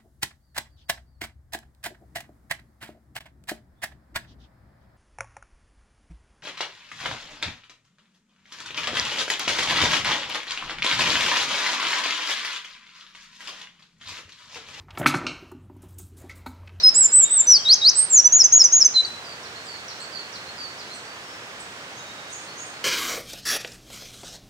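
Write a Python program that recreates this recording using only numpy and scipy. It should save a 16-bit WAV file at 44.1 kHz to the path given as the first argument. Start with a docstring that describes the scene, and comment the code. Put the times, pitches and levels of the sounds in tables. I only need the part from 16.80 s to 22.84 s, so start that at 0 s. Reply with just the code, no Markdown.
"""A mountain stream runs throughout: shaped noise in a smooth, even rush a little to the right.
It opens on the echo of a wren's note; close by on a mossy stump, the wren ends its song by 2.3 s.
Its notes are gliding near-pure sines with faint overtones, near echoes and a ring between the trees.
Two faint calls of farther birds sound under the song; from its last note to the end many more answer,
as fluttering whistles in a wash of scattered sound."""
import sys
import numpy as np
from scipy import signal
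from scipy.fft import rfft, irfft, next_fast_len
from scipy.io import wavfile

SR = 44100
rng = np.random.default_rng(int(sys.argv[2]) if len(sys.argv) > 2 else 0)


def to_wav(sig):
    """Store sig (one row per channel, or 1-D mono) as 16-bit WAV at the path in sys.argv[1].

    Samples outside -1..1 are clipped; the rate is SR.
    """
    pcm = np.clip(np.atleast_2d(sig), -1, 1) * 32767
    pcm = np.round(pcm).astype(np.int16)
    wavfile.write(sys.argv[1], SR, pcm.T)  # frames by channels


N = 266364
LEAD = SR // 4  # samples of run-up, so that a note before the start can leave its echo
CUTOFF_HZ = 15750
EDGE_S = 0.0016  # fade at both ends of every whistle

# Colour of the stream. Each row: frequency in Hz, relative level in dB per Hz.
STREAM_SPECTRUM = [(25, -33.5), (50, -22.5), (90, -7.5), (150, -6.5), (250, -8), (450, -5), (900, -5),
                   (1600, -3), (3000, -8), (5500, -13), (7500, -17.5), (9500, -24), (12000, -36.5),
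                   (15700, -29.5)]
STREAM_DB = -38.5  # RMS over both channels
# Lean of the stream to one side. Each row: frequency in Hz, left minus right in dB.
STREAM_BALANCE = [(330, 0), (450, -.6), (740, -2), (1300, -3.6), (2200, -3.4), (3300, -2.5), (6000, -1.6),
                  (15000, -.5)]
# Width of the stream. Each row: frequency in Hz, share that only the left hears in dB,
# lag of the left in the shared part in radians.
STREAM_WIDTH = [(60, -37, 0), (200, -38, 0), (300, -24, 0), (450, -11, .1), (800, -4, .4),
                (1200, -1.1, 1.2), (1600, -.8, 2.1), (2300, -.8, 3.0), (3500, -.3, 3.6), (6800, -.1, 5.9)]

# Ring of the wood. Each row: frequency in Hz, time to die by 60 dB in seconds (for the wren).
WOOD_DECAY = [(3000, 0.73), (6000, 0.56), (9000, 0.39)]
WOOD_ONSET_S = 0.0033
FAR_DECAY_SHARE = .9  # far echoes die away a little sooner

# Call shapes of the far birds, by name. 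Each row: time from the start of the call in seconds,
# pitch in Hz before each call transposes it, level in dB relative to the call.
FAR_SHAPES = { "hook": [(0, 5150, -12), (.008, 4950, -7), (.026, 4610, -2), (.075, 4570, 0),
              (.11, 4180, -6)], "slide": [(0, 6040, -4), (.015, 5240, -4.5), (.035, 4300, -1.5),
              (.05, 3970, -10)], "lift": [(0, 3950, -10), (.01, 4220, -1), (.035, 4360, 0),
              (.06, 4450, -6)], "chip": [(0, 7600, -3), (.01, 8470, 4), (.02, 7500, 4), (.03, 8100, 1.5),
              (.045, 7440, -17)], "tick": [(0, 7700, -1), (.012, 9050, -4), (.035, 7800, 3)],
              "rise": [(0, 6200, -17), (.022, 6630, -2.5), (.045, 6830, 0.5), (.11, 6750, -14)],
              "buzz": [(0, 8530, 5), (.03, 8450, -1), (.1, 8450, 2), (.13, 8520, -5)],
              "flat": [(0, 4000, -4), (.03, 4010, 0), (.07, 4010, -1), (.16, 4000, -10)],
              "pip": [(0, 4000, -6), (.012, 4010, 0), (.04, 4000, -5)], "puff": [(0, 4290, 1),
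              (.02, 4430, 5), (.05, 4380, -6)], "high arch": [(0, 2500, -16), (.04, 3600, -5),
              (.07, 3760, 0), (.12, 3420, -4), (.165, 3700, 0), (.2, 3620, -12)],
              "low arch": [(0, 2600, -14), (.04, 3330, 0), (.065, 2980, -6), (.11, 3300, -1),
              (.18, 3320, -6)], }
# Far calls. Each row: start in seconds, shape, top pitch in Hz, level in dB added to the shape,
# left minus right in dB.
FAR_CALLS = [ (.39, "high arch", 3780, -38, .5), (.755, "low arch", 3330, -41, .1),
             (2.255, "chip", 8900, -52.5, -1.5), (2.435, "hook", 5250, -43, -2.5),
             (2.63, "slide", 5960, -41.5, -1), (2.751, "lift", 4460, -42.5, -3),
             (2.845, "chip", 8360, -52.5, -3), (2.865, "hook", 5060, -39.5, -5.5),
             (3.08, "slide", 5970, -37, -2.5), (3.198, "chip", 8350, -48.5, -5),
             (3.198, "lift", 4510, -39, -3), (3.319, "hook", 5050, -37, -5.5),
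             (3.525, "slide", 5950, -37, -4), (3.659, "lift", 4400, -40, -2),
             (3.77, "hook", 5170, -36.5, -1.5), (3.981, "slide", 5900, -39, -2),
             (4.096, "lift", 4340, -42, -2), (4.12, "flat", 6020, -57, .1),
             (4.139, "chip", 8620, -47.5, -7), (4.245, "flat", 4590, -49, .5),
             (4.425, "flat", 5360, -51, .1), (4.792, "chip", 8540, -47, -4),
             (5.15, "rise", 6540, -48.5, -1), (5.185, "pip", 3760, -48, -.5), (5.25, "pip", 3760, -47, -.5),
             (5.29, "pip", 3760, -46, -.5), (5.375, "pip", 3750, -49, -.5), (5.42, "pip", 3750, -49, -.5),
             (5.485, "pip", 3750, -50, -.5), (5.5, "rise", 6700, -39.5, -2),
             (5.502, "tick", 9070, -48, -12), (5.54, "buzz", 8560, -56, -5), (5.68, "puff", 4400, -50, -4),
             (5.76, "rise", 6690, -39.5, -1), (5.785, "buzz", 8520, -54, -4), (5.93, "puff", 4400, -53, 0),
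             ]
# How distance treats each shape. Each entry: fluttering share of the power from 0 to 1,
# flutter in Hz, level sent to the wood in dB, lag of the left in seconds.
FAR_DISTANCE = {"hook": (.35, 110, -2.5, 45e-6), "slide": (.65, 300, 0, 45e-6),
                "lift": (.45, 120, -3, 45e-6), "chip": (.6, 300, -3, 45e-6), "tick": (.1, 100, -9, 45e-6),
                "rise": (.8, 220, 0, 15e-6), "buzz": (.9, 200, -3, 15e-6), "flat": (.25, 60, -1, 5e-6),
                "pip": (.2, 40, -6, 5e-6), "puff": (.8, 150, 0, 5e-6), "high arch": (.3, 60, 1, 90e-6),
                "low arch": (.3, 60, 1, 90e-6)}

# Overtones of the wren. Each row: multiple of the pitch, level in dB relative to a whistle
# of 5 kHz at -10 dB, tilt in dB per kHz of pitch above 5 kHz.
OVERTONES = [(2, -37.5, -6.5), (3, -52.5, 2)]
EFFORT_SHARE = .5  # further dB of overtone for each dB of whistle level above -10
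# Slight unsteadiness of the wren's voice: fluttering share of the power from 0 to 1, flutter in Hz.
WREN_FLUTTER = (.005, 120)
WREN_LAG_S = 15e-6  # left hears later
WREN_WET_DB = -13.5
# Echoes off ground and trunks. Each row: delay in seconds, level in dB, left minus right in dB.
NEAR_ECHOES = [(.004, -16.5, 7.5), (.013, -16.5, 2), (.024, -20.5, -3), (.085, -44, 1)]
# Wren syllables, by name. Each row: place in the note from 0 to 1 before its turn is timed,
# glide (0 first pitch, 1 turning pitch, 2 and above last pitch), level in dB relative to the note.
SYLLABLES = { "flick": [(0, 0, -21), (.11, 0, -2.5), (.29, 1, 1), (.8, 1.01, -1), (.91, 1.11, 3.5),
             (.97, 1.3, -7.5), (1, 2.4, -11)], "arch": [(0, 0, -20), (.05, 0.36, -10.5), (.13, 0.57, -3),
             (.22, .9, 0), (.32, 1, 0.5), (.47, 1.06, -1.5), (.6, 1.25, 0), (.76, 1.66, -5),
             (.93, 1.76, 1.5), (1, 2, -10.5)], "fall": [(0, 0, -26), (.04, 0.081, -13), (.14, 0, -9),
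             (.43, 1.08, 0.5), (.55, 1.22, -2.5), (.68, 1.51, -1.5), (.9, 1.94, -4), (.96, 2, -5),
             (1, 2, -13)], "sweep": [(0, 0, -21.5), (.06, .2, -13.5), (.22, 1, -10.5), (.35, 1.04, -7),
             (.62, 1.25, -0.5), (.85, 1.54, 0), (.96, 1.84, -2.5), (1, 2, 1)], "glide": [(0, 0, -12.5),
             (.1, .25, -9.5), (.25, .75, -3.5), (.4, 1, 2), (.8, 1.9, -3.5), (.9, 1.98, -4.5),
             (1, 2.1, -16)], "hump": [(0, 0.18, -19), (.05, .55, -6), (.1, .76, -1), (.17, .85, 0),
             (.5, .94, 0.5), (.78, 1, -3), (.88, 1.2, -1.5), (1, 2.3, -10.5)], "drop": [(0, 0.09, -16),
             (.15, .15, -9.5), (.45, .55, -3), (.85, 1, 0), (.92, 1.3, -3), (1, 2.5, -15.5)],
             "dip": [(0, 0.16, -8), (.3, .55, -1.5), (.55, .85, 0.5), (.8, 1, -3), (1, 2.2, -5.5)], }
# Wren notes; only the echo of the first is left, and each note has its own left-right balance.
# Each row: start in seconds, syllable, length in seconds, time from start to the turn in seconds,
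# first, turning and last pitch in Hz, first, turning and last level in dB (added to the syllable),
# left minus right in dB.
SONG = [ (-.16, "fall", .12, .052, (6100, 6020, 3900), (-12, -9.5, -6.5), .1),
        (0.03, "flick", 0.068, 0.02, (5180, 5090, 5900), (-8.5, -8.5, -7), -0.5),
        (0.14, "arch", 0.13, 0.041, (6500, 7940, 6980), (-15, -12, -10), -2.5),
        (0.318, "arch", .135, 0.044, (7050, 8080, 7000), (-10.5, -10, -12), -1),
        (.501, "arch", .116, .042, (7550, 8210, 7030), (-9, -16, -8), -.2),
        (0.668, "fall", 0.11, 0.045, (6010, 6000, 4400), (-5, -7, -11), 0.5),
        (.85, "sweep", 0.096, 0.021, (3840, 3770, 6520), (-9, -9, -8.5), -0.2),
        (1.013, "sweep", 0.088, 0.019, (3870, 3790, 6330), (-9, -9, -8.5), .1),
        (1.151, "glide", 0.11, 0.042, (7680, 8280, 8580), (-15, -14.5, -18.5), -5.5),
        (1.298, "fall", 0.11, .046, (7580, 7170, 5630), (-12, -10.5, -5), -0.5),
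        (1.442, "glide", 0.039, .016, (5600, 6030, 5990), (-8.5, -10, -11), -5.5),
        (1.521, "hump", 0.065, 0.049, (5260, 6810, 6400), (-8, -10.5, -10), 0.5),
        (1.587, "drop", .039, 0.034, (6150, 5160, 4770), (-6, -7.5, -8.5), 0.5),
        (1.638, "dip", 0.028, 0.021, (6740, 5960, 6050), (-9.5, -9, -9), -3.5),
        (1.721, "hump", 0.066, 0.053, (5170, 6790, 6350), (-9.5, -9, -12), 1),
        (1.791, "drop", 0.034, .031, (5840, 5120, 4800), (-7, -6, -6), -1),
        (1.838, "dip", .031, 0.024, (6580, 5840, 5900), (-8.5, -9, -8), -2.8),
        (1.922, "hump", .071, 0.052, (5300, 6750, 6450), (-11.5, -11, -9), 0.5),
        (1.995, "drop", 0.036, .033, (6300, 5150, 4740), (-11.5, -7.5, -7), -0.5),
        (2.046, "dip", 0.025, .024, (6500, 5960, 5900), (-9.5, -9, -9), -2),
        (2.141, "glide", 0.072, 0.027, (4170, 4050, 4000), (-16, -14, -11.5), -0.5),
        (2.245, "glide", 0.013, .006, (3700, 4600, 4400), (-21, -23.5, -22), -0.5), ]


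def from_db(db):
    """Turns decibels into an amplitude factor."""
    return 10 ** (np.asarray(db) / 20)


def pan_gains(left_minus_right_db, db=0):
    """Gains of left and right, half the difference up on one side and half down on the other."""
    half = left_minus_right_db / 2
    return from_db([[db + half], [db - half]])


def at_hz(points, hz, column=1):
    """Reads a table column at any frequency, in straight lines over log frequency."""
    points = np.array(points)
    return np.interp(np.log(hz + 1e-9), np.log(points[:, 0]), points[:, column])


def stream():
    """Countless far splashes merge into smooth noise, alike in both channels only in the bass."""
    size = next_fast_len(N)
    hz = np.arange(size // 2 + 1) * SR / size
    shared, left_only = rfft(rng.standard_normal((2, size))) * from_db(at_hz(STREAM_SPECTRUM, hz))
    apart = from_db(at_hz(STREAM_WIDTH, hz))
    lag = at_hz(STREAM_WIDTH, hz, column=2)
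    left = np.sqrt(1 - apart ** 2) * shared * np.exp(-1j * lag) + apart * left_only
    lean = from_db(at_hz(STREAM_BALANCE, hz) / 2)
    rush = irfft([left * lean, shared / lean], size)[:, :N]
    return from_db(STREAM_DB) * rush / np.sqrt(np.mean(rush ** 2))


def wood(x, decay_share=1):
    """Scatter from many trunks: a noise tail dying band by band, different in each channel."""
    t = np.arange(SR) / SR
    tail = 0
    band_edges = np.geomspace(2000, 16000, num=7)
    for low, high in zip(band_edges, band_edges[1:]):
        bandpass = signal.butter(2, [low, high], "band", fs=SR, output="sos")
        band = signal.sosfilt(bandpass, rng.standard_normal((2, SR)))
        t60 = decay_share * at_hz(WOOD_DECAY, np.sqrt(low * high))
        band = band * from_db(-60 * t / t60) * (1 - np.exp(-t / WOOD_ONSET_S))
        # energy in proportion to bandwidth: the ring favours no band
        energy = np.mean(np.sum(band ** 2, axis=1))
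        tail = tail + band * np.sqrt(2 * (high - low) / SR / energy)
    return signal.fftconvolve(x, tail, axes=1)[:, :x.shape[1]]


def flutter_noise(length, flutter_hz):
    """Slow noise of RMS 1, different in each channel: white noise through two equal low-pass poles."""
    settle = 2000  # samples for the filter to settle
    pole = np.exp(-2 * np.pi * flutter_hz / SR)
    white = rng.standard_normal((2, settle + length))
    slow = signal.lfilter([1], [1, -2 * pole, pole * pole], white)[:, settle:]
    return slow / np.sqrt(np.mean(slow ** 2))


def add_whistle(track, rows, pan_db, lag_s, overtones=(), flutter_share=0, flutter_hz=50):
    """Adds one whistle: a sine gliding along the pitch column, with short soft edges."""
    s, hz, db = np.transpose(rows)
    at = np.arange(round(s[0] * SR), min(round(s[-1] * SR), N))
    t = at / SR
    pitch = np.interp(t, s, hz)
    level_db = np.interp(t, s, db)
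    cycles = np.cumsum(pitch) / SR + rng.random()
    phase = 2 * np.pi * (cycles - pitch * [[lag_s], [0]])  # only the left lags
    tone = np.sin(phase)
    effort_db = EFFORT_SHARE * (level_db + 10)
    for multiple, overtone_db, tilt in overtones:
        gain = from_db(overtone_db + tilt * (pitch / 1000 - 5) + effort_db)
        below_nyquist = multiple * pitch < SR / 2
        tone = tone + gain * np.sin(multiple * phase) * below_nyquist
    flutter = flutter_noise(len(t), flutter_hz)
    tone = tone * (np.sqrt(1 - flutter_share) + np.sqrt(flutter_share) * flutter)
    edges = np.clip(np.minimum(t - s[0], s[-1] - t) / EDGE_S, 0, 1)
    # the root of 2 makes the level an RMS level
    track[:, at + LEAD] += pan_gains(pan_db) * np.sqrt(2) * from_db(level_db) * edges * tone


def far_birds():
    """Each call plays its shape at its own pitch; distance blurs it and makes it much wetter."""
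    direct, scattered = 0, 0
    for name, (flutter_share, flutter_hz, echo_db, lag_s) in FAR_DISTANCE.items():
        calls = np.zeros((2, N + LEAD))
        for s, shape, top_hz, db, pan_db in FAR_CALLS:
            if shape == name:
                rows = np.array(FAR_SHAPES[shape])
                transpose = top_hz / rows[:, 1].max()
                rows = rows * [1, transpose, 1] + [s, 0, db]
                add_whistle(calls, rows, pan_db, lag_s, (), flutter_share, flutter_hz)
        direct = direct + calls
        scattered = scattered + from_db(echo_db) * calls
    return (direct + wood(scattered, FAR_DECAY_SHARE))[:, LEAD:]


def wren():
    """Near-pure gliding whistles, with delayed copies off ground and trunks and the ring of the wood."""
    song = np.zeros((2, N + LEAD))
    for s, syllable, length_s, turn_s, pitches_hz, levels_db, pan_db in SONG:
        place, glide, shape_db = np.transpose(SYLLABLES[syllable])
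        # stretch the syllable so that its turn falls on time
        turn_place = np.interp(1, glide, place)
        times = s + np.interp(place, [0, turn_place, 1], [0, turn_s, length_s])
        hz = np.interp(glide, [0, 1, 2], pitches_hz)
        db = np.interp(glide, [0, 1, 2], levels_db) + shape_db
        rows = np.transpose([times, hz, db])
        add_whistle(song, rows, pan_db, WREN_LAG_S, OVERTONES, *WREN_FLUTTER)
    echoes = 0
    for delay_s, db, pan_db in NEAR_ECHOES:
        echoes = echoes + pan_gains(pan_db, db) * np.roll(song, round(delay_s * SR), axis=1)
    return (song + echoes + from_db(WREN_WET_DB) * wood(song))[:, LEAD:]


def scene():
    """Stream, far birds and wren together."""
    return stream() + far_birds() + wren()


def record(dry):
    """A steep elliptic low-pass cuts the top."""
    low_pass = signal.ellip(14, .5, 90, CUTOFF_HZ, fs=SR, output="sos")  # ripple and stop band in dB
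    return signal.sosfilt(low_pass, dry)


dry = scene()
out = record(dry)
to_wav(out)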